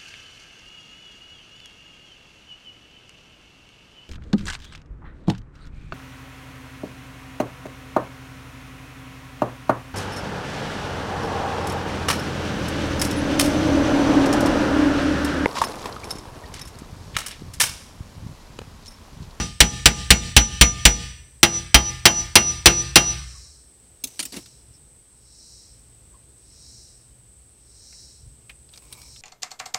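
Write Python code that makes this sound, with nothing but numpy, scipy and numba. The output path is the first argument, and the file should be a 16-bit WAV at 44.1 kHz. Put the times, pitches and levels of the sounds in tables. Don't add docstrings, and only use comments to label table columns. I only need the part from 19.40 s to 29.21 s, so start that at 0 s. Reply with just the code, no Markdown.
import sys
import numpy as np
from scipy import signal
from scipy.fft import rfft, irfft, next_fast_len
from scipy.io import wavfile
from scipy.ndimage import uniform_filter1d, minimum_filter1d, map_coordinates
from numba import njit

SR = 44100
rng = np.random.default_rng(int(sys.argv[2]) if len(sys.argv) > 2 else 0)


def wav_record(signal):
    frames = np.transpose(np.atleast_2d(signal))
    bounded = np.clip(frames, -1, 1)
    quanta = np.round(bounded * 32767).astype(np.int16)
    wavfile.write(sys.argv[1], SR, quanta)


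N = 432621

# (frequency [Hz], relative level [dB])
YARD_COLOUR = [(60, -11.5), (400, -23), (900, -12), (2000, -1), (5000, 8.5), (8000, 8), (11000, 0),
               (16000, 3.5)]
# (frequency [Hz], t60 [s])
YARD_DECAY = [(100, 0.98), (1000, 0.96), (4000, 0.51), (8000, 0.49), (14000, 0.53)]


def amp(db):
    return 10 ** (np.asarray(db) / 20)


def unit(x):
    return x / np.sqrt(np.mean(x ** 2) + 1e-20)


def along(points, hz):
    point_hz, values = np.transpose(points)
    return np.interp(np.log(hz + 1), np.log(point_hz + 1), values)


def clock(size=N):
    return np.arange(size) / SR


def wobble(rate_hz):
    knots = rng.standard_normal(int(N * rate_hz / SR) + 4)
    return map_coordinates(knots, [clock() * rate_hz])


def coloured(x, spectrum):
    padded = next_fast_len(len(x) + 4096)
    gain = amp(along(spectrum, np.fft.rfftfreq(padded, 1 / SR)))
    return unit(irfft(rfft(x, padded) * gain, padded)[:len(x)])


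def noise(spectrum, size=N):
    return coloured(rng.standard_normal(size), spectrum)


def fade(t, t60_s):
    return np.exp(-np.log(1000) * t / t60_s)


def dying(spectrum, t60s):
    hz, t, bands = signal.stft(noise(spectrum, size=SR), SR, nperseg=256)
    bands = bands * fade(t, along(t60s, hz)[:, None])
    return signal.istft(bands, SR, nperseg=256)[1][:SR]


def ring(hz, db, t60_s, drift_hz=4):
    t = clock(size=SR)
    drift = drift_hz * np.interp(t, np.linspace(0, 1, 40), rng.standard_normal(40))
    cycles = np.cumsum(hz + drift) / SR + rng.random()
    return np.sqrt(2) * amp(db) * fade(t, t60_s) * np.sin(2 * np.pi * cycles)


def grains(per_s, spectrum):
    clicks = (rng.random(N) < per_s / SR) * rng.standard_normal(N)
    return coloured(clicks, spectrum)


def strokes(rows, attack_s, release_t60_s):
    t, gain = clock(), np.zeros(N)
    for start_s, length_s, db in rows:
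        attack = np.clip(1 + (t - start_s) / attack_s, 0, 1)
        release = fade(np.maximum(t - start_s - length_s, 0), release_t60_s)
        gain += amp(db) * attack * release
    return gain


def bell(peak_s, width_s):
    return np.exp(-.5 * ((clock() - peak_s) / width_s) ** 2)


def add(track, s, sound):
    start = round(s * SR)
    sound = sound[max(-start, 0):N - start]
    track[max(start, 0):][:len(sound)] += sound


def yard_response(onset_s=0):
    yard = dying(YARD_COLOUR, YARD_DECAY)
    if onset_s:
        yard = yard * (1 - np.exp(-clock(size=SR) / onset_s))
    return yard / np.linalg.norm(yard)


def claw_ring(spot, level_db, note_hz=5900, t60_s=0.67, turned_db=-17, turn_fade_s=0.03):
    # (low [s], high [s])
    turn_s = (.1, .152)
    facing_db, facing_lead_s, facing_width_s = 3.5, .03, 0.021
    low_prong = ring(note_hz, level_db, t60_s, drift_hz=13)
    high_prong = ring(note_hz + 13, level_db - 23.5, t60_s, drift_hz=9)
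    swing_s = clock(size=SR) - turn_s[spot]
    facing = facing_db * np.exp(-.5 * ((swing_s + facing_lead_s) / facing_width_s) ** 2)
    turning = turned_db * np.clip(swing_s / turn_fade_s, 0, 1)
    return (low_prong + high_prong) * amp(facing + turning)


def brake_ring(spot, clang_db, scatter_db):
    # (frequency [Hz], struck low [dB, relative], struck high [dB, relative], t60 [s])
    brake_modes = [(303, -20, -30.5, 0.23), (339.4, -23.5, -10, 0.31), (385, -21.5, -18, .19),
                   (478, -16, -18, 0.3), (515, -33.5, -17.5, 0.28), (684, -20.5, -15, 0.29),
                   (835, -14, -7, .29), (1208, -16, -16, .43), (2783, -13, -4, .22), (4470, -32, -30, .33),
                   (1236, -31.5, -33, 0.48), (1550.6, -7.5, -13, 0.093), (1783, -27, -29, 0.7),
                   (1830, -31.5, -40.5, 0.43), (2160, -11, -10, 0.2), (3110, -11, -2.5, 0.16),
                   (3440, -11, -14, 0.1), (4200, -24.5, -30.5, 0.22), (5740, -20.5, -0.5, 0.048),
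                   (6920, -14.5, -15.5, 0.27), (7450, -4.5, -25.5, 0.087), (8740, -1.5, -23.5, .06)]
    brake_db, out = -12, np.zeros(SR)
    for hz, *levels_db, t60_s in brake_modes:
        shifted_hz = hz * (1 + rng.normal(0, 0.00092) / t60_s)
        level_db = clang_db + brake_db + levels_db[spot] + rng.normal(0, scatter_db)
        out += ring(shifted_hz, level_db, t60_s, drift_hz=0.93)
    return out


def body_jolt(clang_db, thump_db, scatter_db, thump_hz=58, thump_t60_s=0.24, onset_s=0.0017):
    # (frequency [Hz], relative level [dB], t60 [s])
    shell_modes = [(51.65, -25.5, 0.67), (62, -28, 1), (82.3, -27, 0.88), (100, -16.5, 0.11),
                   (124.2, -20.5, 0.62), (167.6, -20.5, .45), (214, -18, 0.31)]
    shell_db = -6.5
    out = ring(thump_hz, thump_db, thump_t60_s, drift_hz=4)
    for hz, db, t60_s in shell_modes:
        level_db = clang_db + shell_db + db + rng.normal(0, scatter_db)
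        out += ring(hz, level_db, t60_s, drift_hz=6.2)
    return out * (1 - np.exp(-clock(size=SR) / onset_s))


def hammering(fresh=0.59, scatter_db=2.5, echo_db=-18):
    # (time [s], spot [0 low / 1 high], clang level [dB], thump level [dB], claw level [dB])
    blows = [(-0.045, 0, -3.5, -17, -28.5), (0.204, 0, 6, -2.5, -15), (0.457, 0, 6, -5.5, -19.5),
             (0.7048, 0, 6.5, -0.5, -14.5), (0.9653, 0, 7, 2, -8), (1.2115, 0, 6.5, 3, -7),
             (1.453, 0, 7, 2.5, -9), (2.0302, 1, 4, -14, -11), (2.3439, 1, 7, 1, -10.5),
             (2.6545, 1, 7, -17, -8), (2.955, 1, 7.5, -18, -5.5), (3.2579, 1, 9.5, -4.5, -5),
             (3.5573, 1, 8.5, -17, -6.5)]
    # (frequency [Hz], relative level [dB per Hz])
    clang_low = [(40, -19), (150, 1), (500, -14), (1100, -13.5), (1800, -6.5), (2900, -0.5), (4500, -1.5),
                 (5800, -2), (6300, -10), (7600, -4.5), (9200, -7), (11000, -19.5), (16000, -31.5)]
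    clang_high = [(40, -16.5), (200, -4.5), (500, -11), (1100, -8), (1800, -5), (2900, -0.5), (4500, -1),
                  (5850, 0.5), (6200, -9), (7600, -7), (9200, -5.5), (11000, -16.5), (16000, -32.5)]
    # (frequency [Hz], t60 [s])
    clang_decay = [(150, 0.32), (500, 0.27), (1500, 0.18), (3500, 0.099), (8000, 0.059), (14000, 0.13)]
    out, spectra = np.zeros(N), (clang_low, clang_high)
    spot_clangs = [dying(spectrum, clang_decay) for spectrum in spectra]
    for s, spot, clang_db, thump_db, claw_db in blows:
        spot = int(spot > .5)
        fresh_clang = dying(spectra[spot], clang_decay)
        clang = np.sqrt(1 - fresh) * spot_clangs[spot] + np.sqrt(fresh) * fresh_clang
        clang = amp(clang_db) * clang
        modes = brake_ring(spot, clang_db, scatter_db)
        claw = claw_ring(spot, claw_db)
        jolt = body_jolt(clang_db, thump_db, scatter_db)
        carried = clang + 0.28 * (modes + claw)
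        echo = signal.fftconvolve(carried, yard_response(onset_s=0.0063))[:SR]
        add(out, s, clang + modes + claw + jolt + amp(echo_db) * echo)
    return out


def insects(chorus_db=-55.0, tymbal_hz=230, buzz=0.15, swell_width_s=.155):
    # (time [s], level [dB])
    swells = [(3.95, -47), (4.95, -51.5), (6.11, -49.5), (7.331, -49), (8.56, -48), (9.78, -49)]
    # (frequency [Hz], relative level [dB per Hz])
    cicada = [(3000, -51.5), (3650, -23), (3900, -1), (4700, -4), (5500, 6.5), (6200, -4), (7200, -3),
              (9000, -8), (11000, -23), (16000, -30.5)]
    # (frequency [Hz], relative level [dB per Hz])
    chorus = [(5000, -44.5), (7000, -31.5), (7700, -4.5), (8200, 2), (8600, -3), (9200, -16),
              (11000, -24.5), (16000, -50.5)]
    swell = sum(amp(db) * bell(s, swell_width_s) for s, db in swells)
    rate_hz = tymbal_hz * (1 + 0.087 * wobble(24))
    tymbal = 1 + buzz * np.sin(2 * np.pi * np.cumsum(rate_hz) / SR)
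    near = swell * tymbal * noise(cicada)
    far = amp(chorus_db + .5 * wobble(12)) * noise(chorus)
    return near + far


def outdoors(air_db=-61, rumble_db=-55, rumble_waver_db=1.8):
    # (frequency [Hz], relative level [dB per Hz])
    rumble = [(20, -27.5), (40, -4.5), (60, 5), (90, -7.5), (120, -1.5), (170, -16.5), (300, -32),
              (800, -56.5)]
    # (frequency [Hz], relative level [dB per Hz])
    air = [(100, -11.5), (200, 0), (300, -2), (450, -3), (600, -8.5), (1100, -13.5), (2000, -15.5),
           (4000, -15), (7000, -15), (11000, -21.5), (15800, -24.5)]
    # (time [s], frequency [Hz], level [dB])
    chirps = [(3.961, 1130, -56.5), (5.351, 5360, -56), (6.75, 1050, -58.5)]
    puff_s, puff_db, puff_width_s = 8.865, -48, 0.038
    breeze = amp(rumble_db + rumble_waver_db * wobble(4.2)) + amp(puff_db) * bell(puff_s, puff_width_s)
    out = breeze * noise(rumble) + amp(air_db + .7 * wobble(4.3)) * noise(air)
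    swell = np.hanning(SR // 16)
    for s, hz, db in chirps:
        tone = noise([(hz / 2, -90), (hz, 0), (hz * 2, -90)], size=len(swell))
        add(out, s - len(swell) / SR / 2, amp(db) * swell * tone)
    return out


def dropped_hammer(clack_db=-4, clack_t60_s=0.045, claw_db=-45, thud_t60_s=0.11, uneven_db=5, echo_db=-23):
    # (time [s], part [0 head / 1 handle], relative level [dB], tilt [dB per octave])
    impacts = [(4.638, 0, -10, 6), (4.671, 0, -27, 4), (4.792, 0, -12, -2), (4.8, 0, -13, -1),
               (4.826, 0, -17.5, 1), (4.852, 0, -17, 2.5), (4.922, 0, -27, 0.5), (4.965, 1, -23, -2),
               (4.975, 1, -32, -5.5), (5.058, 0, -33.5, 0)]
    # (frequency [Hz], relative level [dB per Hz])
    stones = [(200, -20), (500, -18), (1000, -12), (1750, -4), (2700, 1.5), (4000, 1.5), (6000, 1.5),
              (9000, 2), (12000, -5), (16000, -16)]
    # (frequency [Hz], relative level [dB per Hz])
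    soil = [(60, -39), (150, -7.5), (270, 6), (430, -12), (800, -14.5), (3000, -30)]
    # (head [dB], handle [dB])
    thud_db = (-25, -8.5)
    # (start [s], length [s], level [dB])
    drag = [(4.925, 0.057, -39.5)]
    # (frequency [Hz], relative level [dB per Hz])
    handle = [(100, -10.5), (250, 15), (600, -1), (1200, -7), (2800, -2), (6000, -4), (10000, -6),
              (16000, -23.5)]
    out = strokes(drag, attack_s=0.0055, release_t60_s=0.1) * grains(2100, handle)
    t, bands_hz = clock(size=SR), np.geomspace(200, 16000, 48)
    onset = 1 - np.exp(-t / 0.0021)
    for s, part, db, tilt in impacts:
        stone_db = along(stones, bands_hz) + tilt * np.log2(bands_hz / bands_hz[0])
        stone_db = stone_db + rng.normal(0, uneven_db, len(bands_hz))
        clack = amp(clack_db) * noise(np.c_[bands_hz, stone_db], size=SR) * fade(t, clack_t60_s)
        thud = amp(thud_db[int(part > .5)]) * noise(soil, size=SR) * fade(t, thud_t60_s)
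        claw = ring(5900, claw_db, 1.0)
        add(out, s, amp(db) * ((clack + thud) * onset + claw))
    return out + amp(echo_db) * signal.fftconvolve(out, yard_response())[:N]


def gravel(grit_db=4):
    # (start [s], length [s], relative level [dB])
    grit = [(4.68, 0.34, -59), (9.33, 0.43, -65)]
    # (frequency [Hz], relative level [dB per Hz])
    stone_colour = [(150, -14), (400, 8), (1500, -8), (2600, 1), (5000, -1), (9000, 1), (12000, -4),
                    (16000, -11)]
    return amp(grit_db) * strokes(grit, attack_s=.03, release_t60_s=0.65) * grains(900, stone_colour)


def handling(body_db=-7, note_db=-12, ping_hz=8700, tick_cycles=180):
    # (time [s], relative level [dB], main resonance [Hz], relative ping level [dB])
    ticks = [(8.525, -47, 2180, -30), (9.095, -31, 2480, -19), (9.29, -45.5, 4140, -30),
             (9.337, -36, 3750, -28), (9.359, -41, 5130, -15), (9.375, -31.5, 5200, -28),
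             (9.526, -30, 3870, -4), (9.616, -36, 4830, -7), (9.761, -39, 3630, -23)]
    # (start [s], length [s], level [dB])
    rub = [(9.365, 0.091, -59), (9.52, .12, -54.5)]
    # (frequency [Hz], relative level [dB per Hz])
    bracket = [(600, -14), (1000, 1.5), (1200, -3), (1600, -32), (2000, -18), (2300, 4.5), (2800, -17),
               (5000, -13)]
    out = strokes(rub, attack_s=0.013, release_t60_s=.3) * grains(505.2, bracket)
    t = clock(size=SR)
    ping_colour = [(6000, -40), (ping_hz, 0), (11000, -14), (16000, -20)]
    for s, db, hz, ping_db in ticks:
        t60_s = tick_cycles / hz
        body_colour = [(200, -18), (hz / 2, -11), (hz, 0), (hz * 2.0, -15), (20000, -32)]
        body = amp(body_db) * noise(body_colour, size=SR)
        ping = amp(ping_db) * noise(ping_colour, size=SR)
        add(out, s, amp(db) * ((body + ping) * fade(t, t60_s) + ring(hz, note_db, t60_s)))
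    return out


def scene():
    return (hammering() + insects() + outdoors() + dropped_hammer() + gravel() + handling())[None]


@njit
def follow(wanted, attack, release):
    out, now = np.zeros(len(wanted)), 0.
    for i in range(len(wanted)):
        now += (wanted[i] - now) / (attack if wanted[i] < now else release)
        out[i] = now
    return out


def gain_control(x, threshold_db=-11, depth_db=13, attack_s=0.02, release_s=0.028, hold_s=.07):
    level_db = 10 * np.log10(np.abs(uniform_filter1d(x ** 2, 128)) + 1e-12)
    wanted_db = -np.clip(level_db - threshold_db, 0, depth_db)
    half = int(hold_s * SR / 2)
    held_db = minimum_filter1d(wanted_db, 2 * half + 1, origin=half)
    return x * amp(follow(held_db, attack_s * SR, release_s * SR))


def record(dry, low_cut_hz=32, top_hz=15700):
    low_cut = signal.butter(2, low_cut_hz, "high", fs=SR, output="sos")
    heard = signal.sosfilt(low_cut, dry[0])
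    clipped = np.clip(gain_control(heard), -1, 1)
    band_limit = signal.cheby1(14, .05, top_hz, fs=SR, output="sos")
    return signal.sosfilt(band_limit, clipped)[None]


dry = scene()
out = record(dry)
wav_record(out)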